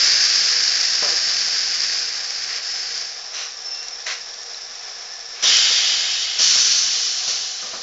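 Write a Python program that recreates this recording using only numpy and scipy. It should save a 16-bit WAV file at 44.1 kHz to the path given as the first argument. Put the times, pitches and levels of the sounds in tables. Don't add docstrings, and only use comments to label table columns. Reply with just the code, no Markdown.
import sys
import numpy as np
from scipy import signal
from scipy.fft import rfft, irfft
from scipy.io import wavfile

SR = 44100
rng = np.random.default_rng(int(sys.argv[2]) if len(sys.argv) > 2 else 0)


def generate_wav(signal):
    frames = np.transpose(np.atleast_2d(signal))
    scaled = np.clip(frames, -1, 1) * 32767
    pcm = np.round(scaled).astype(np.int16)
    wavfile.write(sys.argv[1], SR, pcm)


N = 344862
TIME = np.arange(N) / SR
FREQS = np.fft.rfftfreq(N, 1 / SR)


def undb(db):
    return 10 ** (np.asarray(db) / 20)


def unit(x):
    return x / np.std(x)


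def noise():
    return rng.standard_normal(N)


def tone(hz):
    return np.sin(2 * np.pi * np.cumsum(hz) / SR)


def colour(x, curve):
    hz, db = np.transpose(curve)
    gain = undb(np.interp(np.log(FREQS + 1), np.log(hz), db))
    return unit(irfft(rfft(x) * gain, N))


def resonate(x, modes):
    response = sum(undb(db) * 1j * FREQS * width / (hz ** 2 - FREQS ** 2 + 1j * FREQS * width)
                   for hz, width, db in modes)
    return irfft(rfft(x) * response, N)


def drift(rate_hz):
    grid = np.arange(0, N / SR + .01, .001)
    hz = np.fft.rfftfreq(len(grid), grid[1])
    spectrum = rfft(rng.standard_normal(len(grid))) * np.exp(-(hz / rate_hz) ** 2)
    return np.interp(TIME, grid, unit(irfft(spectrum, len(grid))))


def gate(start, length, rise, fade):
    age = TIME - start
    return np.clip(age / rise, 0, 1) * np.exp(-np.maximum(age - length, 0) / fade)


def swell(centre_s, width_s):
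    return np.exp(-((TIME - centre_s) / width_s) ** 2)


def sputter(per_s, spread_db, air):
    size = undb(spread_db * np.minimum(rng.exponential(size=N), 4))
    bursts = (rng.random(N) < per_s / SR) * size * np.sign(noise())
    return unit(bursts) + air * noise()


def motors():
    # f/Hz, level/dB
    hum_lines = [(473.7, -56.5), (705, -61), (742, -58.5), (822, -60.5), (1174, -62.5)]
    # f/Hz, level/dB
    fan_eq = [(25, -5), (90, -20.5), (240, -12.5), (315, -22), (380, -5), (470, -2), (600, -2), (740, 4),
              (1000, -1.5), (1450, -0.5), (2100, 0), (2700, -2), (7600, -15.5)]
    hum = sum(undb(db + 3 * drift(7)) * tone(hz + 3 * drift(8)) for hz, db in hum_lines)
    whine_hz = 1733 + 25 * drift(4.5) + 45 * drift(120)
    whine_db = -51 + 4 * swell(5.22, .2) + 3 * drift(30)
    fans = colour(noise(), fan_eq) * undb(-42 + drift(14))
    return hum + tone(whine_hz) * undb(whine_db) + fans


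def bleed():
    # t/s, settled level/dB, fade/s
    outlets = [(1.99, -25.5, 0.073), (3.0, -27, 0.14)]
    # f/Hz, level/dB
    hiss_eq = [(30, -33), (300, -30.5), (480, -26.5), (1000, -24.5), (1370, -17.5), (1620, -10),
               (2000, -12), (3300, -14.5), (4100, -10.5), (4700, -1), (5300, 0.5), (5950, -7.5),
               (6650, -12), (7600, -22.5)]
    drain_s, full_pressure_db = 1.35, 9
    pressure = np.exp(-TIME / drain_s)
    power = sum((undb(db) * np.exp(-np.maximum(TIME - shuts, 0) / fade)) ** 2
                for shuts, db, fade in outlets)
    flutter_db = (1.05 - .79 * pressure) * drift(70)
    hiss = colour(sputter(per_s=2500, spread_db=2.5, air=1) * undb(flutter_db), hiss_eq)
    dip_db = -7 * swell(2.605, .022)
    return hiss * np.sqrt(power) * undb(full_pressure_db * pressure + dip_db)


def ticks():
    # t/s, level/dB, f/Hz, t60/s
    pings = [(.2389, -9, 5140, 0.009), (1.06, -7, 5200, 0.0076), (1.822, -21, 4950, .006),
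             (3.829, -19, 5500, 0.0066), (3.8835, -19.5, 5570, 0.026), (4.0668, -17, 1900, 0.0085),
             (4.433, -24, 6600, .006), (4.545, -21, 4050, 0.014), (4.754, -24, 5500, 0.015),
             (5.427, -15, 5900, 0.027), (5.436, -13, 5840, 0.11), (5.568, -3.5, 5670, .02)]
    out = np.zeros(N)
    age = np.arange(SR // 10) / SR
    for start, db, hz, t60 in pings:
        ring = np.sin(2 * np.pi * hz * age) + .42 * rng.standard_normal(len(age))
        first = int(start * SR)
        out[first:first + len(age)] += ring * undb(db - 60 * age / t60)
    return signal.sosfilt(signal.butter(2, 1800, "high", fs=SR, output="sos"), out)


def knocks():
    # t/s, level/dB, t60/s
    blows = [(1.024, -24, 0.093), (1.045, -33, 0.98), (5.428, -32, 0.55), (5.699, -34, 0.18),
             (6.394, -31.5, 0.14), (6.554, -35, 0.29), (7.274, -36, 0.37), (7.625, -38, 0.65),
             (7.732, -34.5, 0.36)]
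    # f/Hz, width/Hz, relative level/dB
    frame_modes = [(238, 79, -10), (384, 26, -8.5), (503, 28, 2.5), (630, 120, -1.5), (760, 170, -2.5),
                   (1000, 120, -1.5), (1190, 130, -1.5), (1720, 200, -10.5)]
    shake = sum(undb(db - 60 * np.maximum(TIME - start, 0) / t60) * (TIME > start)
                for start, db, t60 in blows)
    rattle = noise()
    return resonate(rattle * shake, frame_modes) / np.std(resonate(rattle, frame_modes))


def groan():
    # t/s, length/s, f/Hz, level/dB
    flexes = [(1.029, 0.031, 605, -33), (1.086, .05, 510, -38.5)]
    sink_oct_per_s = 2.2
    waver = 1 + .013 * drift(83)
    out = 0
    for start, length, hz, db in flexes:
        pitch = hz * waver * 2 ** (-sink_oct_per_s * np.maximum(TIME - start, 0))
        partials = tone(pitch) + undb(-5.5) * tone(.73 * pitch)
        out += partials * undb(db) * gate(start, length, rise=.016, fade=.015)
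    return out


def spits():
    # t/s, length/s, level/dB, rise/s, fade/s, cavity f/Hz
    gushes = [(2.482, 0.1, -31.5, 0.011, 0.056, 1880), (3.329, 0.11, -28.5, 0.018, 0.046, 5900),
              (4.061, 0.065, -25, 0.0045, 0.039, 2000), (5.34, 0.079, -37, 0.0098, .06, 2290)]
    # f/Hz, level/dB
    spray_eq = [(250, -29), (600, -9), (850, -13), (1100, -6.5), (1500, -4), (2150, -4), (2600, -1),
                (3550, -6), (4000, 0), (4600, -3), (5800, -0.5), (6600, -8), (7600, -16.5)]
    out = 0
    for start, length, db, rise, fade, hz in gushes:
        spray = sputter(per_s=2000, spread_db=1.5, air=.78)
        cavity = resonate(spray, [(hz, 300, 0)])
        out += colour(spray + cavity, spray_eq) * undb(db) * gate(start, length, rise, fade)
    return out


def whistle():
    # t/s, length/s, f/Hz, level/dB
    notes = [(2.65, .17, 5240, -29), (3.64, .045, 5328, -26.5), (3.714, .045, 5335, -27),
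             (3.785, .02, 5320, -32), (3.915, 0.022, 5320, -31)]
    waver_hz, flutter_db = 35 * drift(200), 2.4 * drift(70)
    upper = sum(tone(hz + waver_hz) * undb(db) * gate(start, length, rise=.008, fade=.035)
                for start, length, hz, db in notes)
    lower = tone(2730 + 25 * drift(110)) * undb(-42.5) * swell(3.79, .092)
    return upper * undb(flutter_db) + lower


def leak():
    # f/Hz, level/dB
    sizzle_eq = [(300, -47.5), (1000, -30), (2900, -24.5), (3600, -13), (4300, -14), (4900, -7), (5250, -1),
                 (5500, -0.5), (5850, -6.5), (6200, -13.5), (6800, -18), (7600, -25.5)]
    drops = sputter(per_s=2000, spread_db=1.5, air=.9) * undb(drift(70))
    flow = gate(start=2.8, length=2.7, rise=.39, fade=.2)
    return colour(drops, sizzle_eq) * flow * undb(-34)


def exhausts():
    # t/s, level/dB, rise/s, hold/s, fall/(dB/s), port (0 or 1)
    dumps = [(5.421, -14.5, 0.02, 0.105, 13, 0), (6.383, -15, 0.0067, 0.15, 13.5, 1),
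             (7.268, -21.5, 0.0074, 0.025, 77.5, 1)]
    # f/Hz, level/dB
    first_eq = [(40, -26), (300, -32), (730, -17.5), (1100, -18), (1600, -9), (2400, -8), (3100, -1),
                (4050, -3), (5000, 1), (5800, 0), (6400, -6.5), (7200, -8), (7600, -20.5)]
    second_eq = [(40, -28), (300, -29), (750, -33.5), (1100, -19.5), (1550, -13), (2200, -13), (3000, -7.5),
                 (3700, -4.5), (4300, -1), (5600, 2.5), (6300, -3.5), (7000, -7.5), (7600, -17.5)]
    # f/Hz, width/Hz, relative level/dB
    first_modes = [(2150, 22, 2), (2532, 18, 1), (2967, 16, 1), (3074, 16, 0), (3205, 14, 3), (3345, 20, 0),
                   (3550, 16, -1), (3749, 22, 2), (4590, 35, -3), (4900, 60, -6), (5240, 35, -4)]
    second_modes = [(2990, 50, -5), (4398, 25, -3), (5405, 22, -2), (5852, 18, -4), (6074, 12, 7),
                    (6565, 20, -4), (7186, 18, -2)]
    ports = [(first_eq, first_modes), (second_eq, second_modes)]
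    out = 0
    for start, db, rise, hold, fall, port in dumps:
        eq, modes = ports[round(port)]
        age = np.maximum(TIME - start, 0)
        attack = 1 - np.exp(-age / rise)
        drop_db = fall * np.maximum(age - hold, 0)
        jet = noise() * undb(.33 * drift(40))
        ring = colour(resonate(jet, modes), eq) * undb(-9.5 - .22 * drop_db)
        out += (colour(jet, eq) + ring) * attack * undb(db - drop_db)
    return out


def workshop(x, t60=.42, wet_db=-14):
    age = np.arange(SR) / SR
    tail = rng.standard_normal(SR) * undb(-60 * age / t60) * (age > .004)
    return x + undb(wet_db) * signal.fftconvolve(x, tail / np.linalg.norm(tail))[:N]


def scene():
    air = bleed() + leak() + spits() + exhausts()
    mix = workshop(air + knocks()) + whistle() + groan() + ticks() + motors()
    return np.array([mix, mix])


def record(dry):
    notched = dry - resonate(dry, [(900, 89, -1.6)])
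    high_cut = signal.ellip(12, .2, 80, 7600, fs=SR, output="sos")
    return signal.sosfilt(high_cut, notched)


dry = scene()
out = record(dry)
generate_wav(out)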